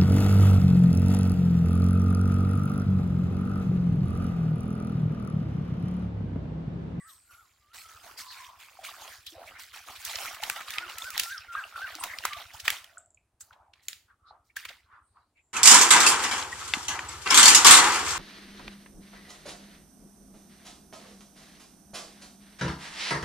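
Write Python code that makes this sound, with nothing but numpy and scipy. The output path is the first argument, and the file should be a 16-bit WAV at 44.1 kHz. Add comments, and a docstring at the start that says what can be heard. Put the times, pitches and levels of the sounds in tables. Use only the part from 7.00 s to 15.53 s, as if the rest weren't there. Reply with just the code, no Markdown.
"""A muddy farm ditch in quiet open country: ducks slide in, paddle across and flap up the far bank.
Close to the microphone, showers of ringing bubbles mixed with noise make the churned water and spray;
noise bursts make slaps, ticks, swishes and short splashes, and rising sine tones make the gulps.
A nearer bird whistles in gliding sine tones; far calls, a low hum and thin high insect trills are
soft bands of noise. A distant one-cylinder engine thuds in low pulses; the banks echo faintly."""
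import sys
import numpy as np
from scipy import signal
from scipy.fft import rfft, irfft, next_fast_len
from scipy.io import wavfile
from scipy.ndimage import uniform_filter1d

SR = 44100
rng = np.random.default_rng(int(sys.argv[2]) if len(sys.argv) > 2 else 0)


def dump(signal):
    """Clip the signal to [-1, 1] and save it as 16-bit WAV at the path in sys.argv[1]."""
    limited = np.clip(np.atleast_2d(signal).T, -1, 1)
    pcm = np.round(limited * 32767).astype(np.int16)
    wavfile.write(sys.argv[1], SR, pcm)


N = 376173
TIME = np.arange(N) / SR  # s

# Spectrum of the open air: f/Hz, relative level/dB
AIR_COLOUR = [(25, -7.5), (70, 12.5), (160, -3), (350, -1.5), (500, -8.5), (700, -3.5), (1300, -11),
              (2200, -17), (5000, -23), (7500, -21), (9000, -17.5), (15000, -33)]
AIR_DB = -77

# Distant engine, loudness of its thuds: t/s, peak level/dB before the scatter between firings
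ENGINE_LOUDNESS = [(0, -65), (.7, -64.5), (1, -58), (1.8, -69), (2.35, -52), (2.7, -66), (3.2, -52),
                   (3.6, -65.5), (3.9, -55), (4.6, -59.5), (5.1, -54.5), (5.65, -50.5), (5.9, -66),
                   (7.3, -64.5), (7.75, -60), (8.5, -74.5)]
FIRING_HZ, FIRST_FIRING_S = 11.319, .074

# Far calls, a low hum and thin high insect trills, as soft bands of noise: t of the crest/s,
# level/dB before the swell trim, centre f/Hz, bandwidth/Hz, length/s
FAR_SOUNDS = [(.06, -59.5, 1770, 301, 0.11), (.07, -56, 8240, 705, 0.29), (.35, -69, 7160, 710, 0.39),
              (.335, -57.5, 1420, 70, 0.15), (.87, -51, 1313, 90, 0.13), (.945, -65, 1240, 90, 0.069),
              (1.27, -49.5, 1043, 130, 0.15), (1.4, -49.5, 1045, 130, 0.18), (1.49, -48.5, 1060, 150, 0.11),
              (3.84, -57.5, 354, 40, 0.098), (5.33, -39.5, 1171, 110, 0.077), (5.95, -64, 657, 129, 0.23),
              (7.29, -56.5, 1244, 218, 0.14), (8.07, -72, 8700, 904, .12), (8.45, -75.5, 7310, 607, 0.22)]

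# Whistled notes of a nearer bird: t of the crest/s, level/dB before the flutter, crest f/Hz, length/s
WHISTLES = [(.005, -57, 1980, .24), (.075, -56, 1330, .19), (.403, -60, 1365, .19), (.733, -62, 1390, .21),
            (3.335, -50, 1280, .16), (3.585, -43, 1370, .15), (3.828, -41, 1460, .17),
            (4.073, -40, 1550, .18), (4.329, -36.5, 1610, .17), (4.582, -34, 1630, .17),
            (4.837, -35.5, 1590, .17)]
# Course of one whistle: t from the crest/note lengths, pitch/crest pitch, level re crest/dB
WHISTLE_ARCH = [(-.6, .87, -32), (-.53, .86, -10), (-.35, .84, -8), (-.18, .87, -9), (-.06, .98, -1),
                (0, 1, 0), (.06, .98, -1), (.16, .88, -8), (.31, .77, -12), (.4, .73, -34)]

# Soft swishes, sloshes and short splashes, wing whooshes: t of the crest/s,
# level/dB before the swell trim, centre f/Hz, length/s
SWISHES = [(.1, -53.5, 3620, 0.032), (.105, -55, 12500, .075), (0.337, -62.5, 11700, 0.2),
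           (1.188, -40.5, 4970, 0.029), (1.304, -45, 4340, 0.082), (2.122, -50.5, 1630, 0.09),
           (2.274, -38, 3640, 0.026), (2.389, -48.5, 660, 0.1), (2.576, -47, 1940, 0.089),
           (4.198, -23.5, 2820, 0.0097), (4.573, -36, 1380, 0.084), (5.006, -38, 8800, .03),
           (5.1, -37.5, 1860, 0.056), (6.413, -37, 7480, 0.015), (6.571, -58, 864, 0.21),
           (7.105, -58, 1370, 0.05), (7.285, -58.5, 4070, .042), (7.334, -56, 783, 0.08),
           (7.504, -60.5, 2050, 0.018), (7.592, -63, 1560, 0.071), (7.705, -52.5, 630, 0.018),
           (7.936, -50.5, 1200, .11), (8.185, -58, 988, 0.08), (8.169, -79.5, 4240, 0.22),
           (8.381, -61, 2330, 0.042)]
# The band of a swish: a least width plus a share of its centre
SWISH_WIDTH_HZ, SWISH_WIDTH_SHARE = 270, 0.16

# Single drops and pecks that ring briefly: t/s, level/dB, f/Hz
DRIPS = [(4.0212, -33, 3520), (4.3795, -35.5, 5220), (4.639, -36, 2760), (5.136, -33, 1940),
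         (5.326, -37, 2220), (5.972, -42, 1400), (5.982, -41.5, 7670), (6.06, -59, 7750),
         (6.105, -59.5, 7470), (6.146, -55.5, 7330), (6.174, -57.5, 2430), (6.508, -49, 1474),
         (6.884, -31.5, 6980), (7.309, -45.5, 765), (7.568, -29, 1670), (8.17, -52.5, 1210)]

# Air pockets that close behind a foot or a breast: t/s, level/dB before the band filter, f/Hz
GULPS = [(1.489, -42, 980), (1.789, -36.5, 728), (1.887, -34.5, 1130), (2.019, -37.5, 840),
         (2.078, -45.5, 646), (2.322, -50.5, 329), (2.381, -43, 537), (2.412, -39.5, 664),
         (2.739, -39, 1410), (2.885, -37, 1170), (2.35, -46, 630), (2.935, -47, 1010), (3.399, -41, 659),
         (3.428, -27, 827), (4.551, -21.5, 1236), (4.759, -25.5, 1380), (4.952, -48.5, 302),
         (5.01, -33, 1020), (5.252, -40, 1070), (5.541, -43.5, 854), (5.366, -41, 667), (5.678, -33, 857)]

# Loud slaps of wings and feet: t/s, body level/dB, body f/Hz, decay/s, crack level re body/dB
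SLAPS = [(2.267, -44, 3520, .0045, 0.5), (2.9605, -42, 2550, 0.014, -5), (3.0512, -39.5, 4650, .0038, 9.5),
         (3.1573, -31, 3810, .0022, -37.5), (3.187, -35.5, 2330, .003, -8), (3.258, -38, 2680, .0017, -3),
         (3.347, -42.5, 1781, .006, 0), (3.436, -29.5, 2460, .003, -3.5), (3.4991, -26.5, 1800, .0013, 0.5),
         (3.6086, -36.5, 1510, .007, -11), (3.706, -41, 2330, .001, 6), (3.7386, -38, 2820, .002, -5),
         (3.7841, -25.5, 1980, .0013, -26.5), (3.897, -47.5, 2300, .005, -5),
         (3.9844, -41, 2234, .002, 7.5), (4.043, -42, 2540, .004, -1.5), (4.1047, -48.5, 2580, .001, 13),
         (4.1785, -27.5, 3060, .001, 0), (4.1975, -28, 2852, .0016, 6.5), (4.2354, -36, 3130, .006, 4.5),
         (4.953, -38.5, 3810, .0005, -5), (5.0387, -32.5, 2056, .0034, 3.5),
         (5.1867, -34.5, 3220, .0011, -12.5), (5.2528, -23.5, 1400, .0027, -2),
         (5.333, -34, 2400, 0.0033, -19.5), (5.6013, -39, 3830, .006, -2.5), (5.6546, -38, 1780, .0056, 0),
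         (5.6806, -17, 1944, .0018, -11.5), (5.7034, -26.5, 2580, .0015, -0.5),
         (5.844, -48, 2070, .0022, -1), (6.4085, -58, 1312, 0.0012, 11.5),
         (6.8845, -34.5, 2800, 0.00079, 1.5), (6.931, -41, 3255, .0008, -8),
         (6.531, -55.5, 2230, 0.0081, -18), (6.737, -53, 2660, 0.0031, -61), (7.567, -39, 2060, 0.0039, 3),
         (7.653, -36, 2060, .005, -6.5), (7.69, -39, 2870, .006, -12)]
# Spectrum of the hiss after a slap, before its tilt: f/Hz, relative level/dB
HISS_COLOUR = [(500, -60), (1300, 4.5), (3000, 0), (5000, 3), (8500, 1.5), (11000, 0.5), (15500, -16)]
HISS_RISE_S = .002
SLAP_PAN_DB = -1  # left minus right

# Uneven paddling of the flock under the single strokes, before the trims:
# t/s, bubble level/dB, droplet level/dB, spray level/dB
PADDLING = [(0.6, -79, -72, -71), (0.78, -95.5, -71, -75), (0.91, -56.5, -56.5, -53.5),
            (1.3, -62.5, -79, -73), (1.64, -64.5, -63, -64), (1.99, -52.5, -55, -55),
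            (2.17, -67, -64.5, -55), (2.44, -95, -58.5, -79), (2.9, -67, -57.5, -54.5),
            (3.26, -55, -46, -59), (3.57, -53.5, -55, -52.5), (3.84, -52, -47, -55),
            (4.09, -49.5, -52, -54), (4.29, -70.5, -48, -42), (4.54, -56, -61, -75),
            (5.17, -52, -52, -51.5), (5.64, -68.5, -55.5, -59.5), (5.96, -67, -67, -70.5)]
# Strokes of a foot or wing through water and wet mud, before the trims: t/s, droplet level/dB, hold/s,
# bubble level re droplets/dB, spray level re droplets/dB
STROKES = [(0.066, -76.5, 0.08, 0, 18), (0.299, -61.5, 0.044, -1.5, -1), (0.731, -49, 0.081, -7.5, 2.5),
           (1.022, -55, 0.1, 7.5, -1.5), (1.17, -46.5, 0.037, -5.5, 6), (1.298, -47.5, 0.15, -28, -2.5),
           (1.586, -50, 0.06, -24, -3), (1.832, -42.5, 0.042, -9.5, 0.5), (1.999, -48, 0.13, -1, -1.5),
           (2.27, -60.5, 0.033, -20, 10), (2.383, -65.5, 0.21, 14.5, -25), (2.45, -51, 0.025, -14, -1.5),
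           (2.582, -49.5, 0.045, -20, 4), (2.726, -47, 0.044, -5.5, 0), (2.858, -55, 0.071, 8.5, 5.5),
           (2.986, -48.5, 0.11, -20, 2.5), (3.047, -39.5, 0.28, -6, 0), (3.188, -47.5, 0.07, 5, 7.5),
           (3.41, -42.5, 0.096, -2, 0.5), (3.549, -38, 0.017, -3.5, -9), (3.666, -40, .1, -33.5, -5.5),
           (3.881, -43, 0.018, -10.5, -2), (3.989, -51.5, 0.078, 1, 7.5), (4.129, -40.5, 0.051, -7.5, -7),
           (4.161, -39.5, 0.046, -7, -7), (4.356, -49.5, 0.025, -21, -20), (4.513, -50.5, 0.19, -16, -3),
           (4.751, -44, 0.064, -4, -6.5), (4.854, -43.5, 0.065, -23, -7), (5.016, -44.5, 0.036, 5.5, -2.5),
           (5.225, -37.5, 0.032, -8.5, -9.5), (5.356, -43.5, 0.043, 0, -11.5), (5.527, -49.5, 0.013, 1, 4),
           (5.638, -41, 0.097, -6, -0.5), (6.398, -73, 0.0071, 3.5, 19.5), (6.74, -65.5, 0.066, -25, -13),
           (6.818, -69, .04, -9, 7.5), (6.884, -68.5, 0.055, -16, -5), (7.438, -88, .04, -7.5, 15),
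           (7.556, -41.5, 0.01, -40, -4.5), (7.678, -48.5, 0.029, -4.5, -7)]
STROKE_ATTACK_S, STROKE_SAG_DB_PER_S = .016, 21.5
# Extra fall of each layer once the hold of a stroke is over
BUBBLES_DIE_DB_PER_S, DROPS_DIE_DB_PER_S, SPRAY_DIES_DB_PER_S = 188, 157, 149
SETTLE_DB_PER_S = 229  # once the paddling stops

# Spectrum of the bubbles under the feet: f/Hz, relative level/dB
BUBBLE_COLOUR = [(100, -16), (200, -22.5), (450, -15), (700, 1), (1000, 4), (1400, 9.5), (2500, -7.5)]
# Spectrum of the droplets pattering back: f/Hz, relative level/dB
DROP_COLOUR = [(500, -34), (900, -10.5), (1300, -3), (2000, 5.5), (3200, 7), (4500, 1), (6500, -11.5),
               (12000, -41)]
# Spectrum of the fizzing spray, also of the crack in a slap: f/Hz, relative level/dB
SPRAY_COLOUR = [(1500, -31), (3200, -8.5), (4500, -1), (7000, -0.5), (10000, -3), (15500, -1.5)]

TOP_HZ = 16000


def undb(db):
    """Decibels to gain."""
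    return 10 ** (np.asarray(db) / 20)


def unit(x):
    """Scale to rms 1."""
    return x / np.sqrt(np.mean(x ** 2) + 1e-20)


def colour(x, points):
    """Filter by a spectrum of (f/Hz, level/dB) points."""
    hz, db = np.transpose(points)
    size = next_fast_len(x.shape[-1])
    f = np.maximum(np.fft.rfftfreq(size, 1 / SR), 1)
    gain = undb(np.interp(np.log(f), np.log(hz), db))
    return irfft(rfft(x, size) * gain, size)[..., :x.shape[-1]]


def band(x, hz, width, order=2):
    """Band-pass round a geometric centre."""
    low = np.hypot(hz, width / 2) - width / 2
    edges = np.clip([low, low + width], 10, .48 * SR)
    return signal.sosfilt(signal.butter(order, edges, "band", fs=SR, output="sos"), x)


def ports(pair, apart, pan_db=0):
    """Two unrelated sounds to left and right: one shared, one opposed and kept to the treble."""
    side = apart * signal.lfilter(*signal.butter(1, 2500, "high", fs=SR), pair[1])
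    pan = undb(np.array([[pan_db], [-pan_db]]) / 2)
    return np.array([pair[0] + side, pair[0] - side]) * pan


def add(out, s, x):
    """Mix x into out from time s."""
    start = int(round(s * SR))
    a, b = max(start, 0), min(start + x.shape[-1], out.shape[-1])
    if b > a:
        out[..., a:b] += x[..., a - start:b - start]


def patchy(x, db, span_s, span_bins, size=512):
    """Resonances that come and go at random over time and frequency."""
    spectrum = signal.stft(x, nperseg=size)[2]
    field = rng.standard_normal(spectrum.shape[-2:])
    span_frames = span_s * SR / (size / 2)
    for axis, span in ((0, span_bins), (1, span_frames), (0, span_bins)):
        field = uniform_filter1d(field, max(int(round(span)), 1), axis=axis)
    gain = undb(db * unit(field))
    gain = gain / np.sqrt(np.mean(gain ** 2))
    return signal.istft(spectrum * gain, nperseg=size)[1][..., :x.shape[-1]]


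def swells(table, apart, trim_db=-2):
    """Bands of noise that swell and die away, the fall slower than the rise."""
    out = np.zeros((2, N))
    t = np.arange(-SR // 2, SR // 2) / SR
    for s, db, hz, width, length in table:
        steepness = np.where(t < 0, 4.2, 2.8)
        shape = 1 / np.cosh(np.clip(t / length * steepness, -50, 50))
        shape = shape * np.exp(-(np.minimum(t, 0) / length) ** 2)
        noise = band(rng.standard_normal((2, len(t))), hz, width)
        add(out, s + t[0], unit(ports(noise, apart)) * shape * undb(db + trim_db))
    return out


def bubble(hz, cycles, glide):
    """A pocket of air rings for some cycles, rising in pitch as it nears the surface."""
    age = np.arange(int(cycles * SR / hz) + 2) * hz / SR / cycles
    return np.sin(2 * np.pi * cycles * age * (1 + glide * age / 2)) * np.exp(-np.log(100) * age)


def air():
    """Quiet open country: steady coloured noise."""
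    noise = colour(rng.standard_normal((2, N)), AIR_COLOUR)
    return unit(ports(noise, .7)) * undb(AIR_DB)


def engine(thud_hz=80, thud_s=0.0091, scatter_db=2):
    """Only the low thud of each slow firing carries this far."""
    out = np.zeros(N)
    t = np.arange(-SR // 25, SR // 25) / SR
    thud = -np.cos(2 * np.pi * thud_hz * t) * np.exp(-(t / thud_s) ** 2)
    for s in np.arange(FIRST_FIRING_S, N / SR, 1 / FIRING_HZ):
        add(out, s + t[0], thud * undb(scatter_db * rng.standard_normal()))
    return out * undb(np.interp(TIME, *np.transpose(ENGINE_LOUDNESS)))


def far_sounds():
    """Far calls, a low hum and thin high insect trills, as soft bands of noise."""
    return swells(FAR_SOUNDS, 0.89)


def whistles(flutter_db=1.45, waver=.006):
    """A nearly pure tone holds, arches up and drops, its pitch and level fluttering together."""
    out = np.zeros(N)
    place, ratio, shape_db = np.transpose(WHISTLE_ARCH)
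    t = np.arange(-SR // 5, SR // 5) / SR
    for s, db, hz, length in WHISTLES:
        wobble = unit(band(rng.standard_normal(len(t)), 60, 120))
        arch = uniform_filter1d(np.interp(t / length, place, ratio), size=300)
        pitch = hz * arch * (1 + waver * wobble)
        loudness = np.interp(t / length, place, undb(shape_db), left=0, right=0)
        loudness = uniform_filter1d(loudness, size=300)
        tone = np.sqrt(2) * np.sin(2 * np.pi * np.cumsum(pitch) / SR)
        add(out, s + t[0], undb(db + flutter_db * wobble) * loudness * tone)
    return out


def yard(x, t60=0.17, wet_db=-21):
    """Banks, plants and walls return a faint, dull echo; wet_db is the level before halving."""
    t = np.arange(SR // 2) / SR
    noise = band(rng.standard_normal((2, len(t))), 810, 3000, order=1)
    echo = ports(noise, 1.0) * undb(-60 * t / t60) * (t > .008)
    echo = unit(echo) / np.sqrt(len(t))
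    mono = x.mean(axis=0)[None]
    return undb(wet_db) / 2 * signal.oaconvolve(mono, echo, axes=1)[:, :N]


def swishes():
    """Swishes, sloshes, short splashes and wing whooshes: swelling noise, the higher the broader."""
    rows = [(s, db, hz, SWISH_WIDTH_HZ + SWISH_WIDTH_SHARE * hz, length) for s, db, hz, length in SWISHES]
    return patchy(swells(rows, .9), 3.5, .02, 2)


def drips(ring_s=0.002, width=0.089, tail_db=-20, tail_s=0.04):
    """A tick in one narrow resonance, with a faint tail."""
    out = np.zeros((2, N))
    t = np.arange(SR // 5) / SR
    decay = np.exp(-t / ring_s) + undb(tail_db) * np.exp(-t / tail_s)
    for s, db, hz in DRIPS:
        tick = rng.standard_normal((2, len(t))) * decay
        ring = ports(band(tick, hz, width * hz + 120), 0.2)
        # the level is that of the same energy held for two ring times
        add(out, s - ring_s / 2, unit(ring) * undb(db) * np.sqrt(2 * ring_s / t[-1]))
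    return out


def gulps(cycles=24, glide=0.16, spread=0.089, follow_db=-7, follow_s=0.066):
    """One large bubble, then a few shorter, fainter ones torn from it."""
    out = np.zeros(N)
    for s, db, hz in GULPS:
        pocket = np.zeros(SR // 3)
        add(pocket, 0, bubble(hz, cycles, glide))
        for lag, size in rng.random((4, 2)):
            torn_hz = hz * np.exp(spread * (4 * size - 2))
            add(pocket, follow_s * lag, undb(follow_db) * bubble(torn_hz, cycles / 2, glide))
        add(out, s, undb(db) * band(pocket, hz, 0.45 * hz))
    return out


def slaps(hiss_t60=0.25, hiss_of_body_db=-27, hiss_of_crack_db=-15,
          scatter_db=-25, scatter_s=0.05, thump_db=-27):
    """A short clap of trapped air with a bright crack and a low thump; banks scatter it, a hiss trails."""
    out = np.zeros((2, N))
    t = np.arange(-SR // 100, SR // 2) / SR
    after = np.maximum(t, 0)
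    # clap levels are those of the same energy held for 7 ms
    clap_gain = np.sqrt(.007 * SR / len(t))
    for s, db, hz, length, crack_db in SLAPS:
        noise = rng.standard_normal((4, 2, len(t)))
        # the rise is twice as fast as the decay
        blow = np.exp(-np.abs(t) / (length * np.where(t < 0, .5, 1)))
        blow = blow + undb(scatter_db) * (t > 0) * np.exp(-after / scatter_s)
        body = unit(ports(band(noise[0] * blow, hz, 0.92 * hz), 0.68, SLAP_PAN_DB))
        crack = unit(ports(colour(noise[1] * blow, SPRAY_COLOUR), 0.96, SLAP_PAN_DB))
        thump = unit(band(noise[3, 0] * blow, 130, 570))
        clap = body + undb(thump_db) * thump + undb(crack_db) * crack
        # a dull slap trails a duller hiss, a sharp crack a louder one
        slope_db = 9 * np.log(hz / 3000)
        hiss_colour = [(f, level + slope_db * np.log(min(f, 6000) / 6000)) for f, level in HISS_COLOUR]
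        hiss = unit(ports(colour(noise[2], hiss_colour), 0.3, SLAP_PAN_DB))
        hiss = patchy(hiss, 1.6, .08, 5)
        hiss_gain = np.hypot(undb(hiss_of_body_db), undb(crack_db + hiss_of_crack_db))
        trail = hiss_gain * np.clip(1 + t / HISS_RISE_S, 0, 1) * undb(-60 * after / hiss_t60)
        add(out, s + t[0], undb(db) * (clap * clap_gain + hiss * trail))
    return out


def thrown(paddling_db, stroke_db, dies_db_per_s):
    """Strength of the moved water: strokes rise, hold and die on top of the changing level of the paddling."""
    s = np.transpose(PADDLING)[0]
    settling_db = SETTLE_DB_PER_S * np.maximum(TIME - s[-1], 0)
    power = undb(np.interp(TIME, s, paddling_db) - settling_db) ** 2
    t = np.arange(SR // 2) / SR
    rise = np.minimum(t / STROKE_ATTACK_S, 1)
    for (start, _, hold, _, _), db in zip(STROKES, stroke_db):
        fall_db = STROKE_SAG_DB_PER_S * t + dies_db_per_s * np.maximum(t - hold, 0)
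        add(power, start, (rise * undb(db - fall_db)) ** 2)
    return np.sqrt(power)


def stirring(paddle_bubble_db=1):
    """Strength over time of the bubbles, the droplets and the spray."""
    _, bubbling, dropping, spraying = np.transpose(PADDLING)
    _, db, _, bubbles_db, spray_db = np.transpose(STROKES)
    return (thrown(bubbling + paddle_bubble_db, db + bubbles_db, BUBBLES_DIE_DB_PER_S),
            thrown(dropping, db, DROPS_DIE_DB_PER_S),
            thrown(spraying, db + spray_db, SPRAY_DIES_DB_PER_S))


def grains(rate, lo_hz, hi_hz, cycles, glide, scatter_db):
    """A shower of bubbles of all sizes, rate per second, mostly faint, a few strong."""
    out = np.zeros(N)
    pitches = np.geomspace(lo_hz, hi_hz, num=24)
    for hz in pitches:
        when, strength, born = rng.random((3000, 3)).T
        alive = born < rate * N / SR / len(pitches) / len(born)
        size = undb(scatter_db * np.minimum(-np.log(1 - strength), 4)) * alive
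        starts = np.bincount((when * N).astype(int), size, N)
        out += signal.oaconvolve(starts, bubble(hz, cycles, glide))[:N]
    # each stroke carries a set amount of water, however it breaks up
    local_power = uniform_filter1d(out ** 2, size=4000)
    return out / np.sqrt(local_power + 1e-3 * np.mean(out ** 2))


def churn(strengths, trim_db=-1, pan_db=-1.9, patchy_db=3, wash=.65):
    """Paddling feet make bubbles; thrown water patters back and fizzes, with a wash of noise in each."""
    bubbles = grains(520, 200, 1500, 11, .2, 3.2)
    droplets = grains(1200, 1000, 5500, 10, .12, 3.4)
    spray = grains(3000, 3500, 14000, 8, .05, 3.8)
    layers = [(bubbles, BUBBLE_COLOUR, .8), (droplets, DROP_COLOUR, .7), (spray, SPRAY_COLOUR, .7)]
    out = np.zeros((2, N))
    for (shower, spectrum, apart), strength in zip(layers, strengths):
        noise = rng.standard_normal((2, N))
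        pair = np.array([unit(shower + wash * noise[0]), noise[1]])
        water = ports(colour(pair, spectrum), apart, pan_db)
        out += unit(water) * strength * undb(trim_db)
    return patchy(out, patchy_db, .035, 4)


def scene():
    """The ducks close by; whistles, far sounds and engine beyond."""
    background = air() + engine() + far_sounds()
    calls = whistles()
    near = swishes() + drips() + gulps() + slaps() + churn(stirring())
    echoes = yard(calls[None], t60=0.38, wet_db=-9.5) + yard(near)
    return background + calls + near + echoes


def record(dry):
    """The camera cuts the top: a steep low-pass."""
    return signal.sosfilt(signal.ellip(10, .2, 70, TOP_HZ, fs=SR, output="sos"), dry)


dry = scene()
out = record(dry)
dump(out)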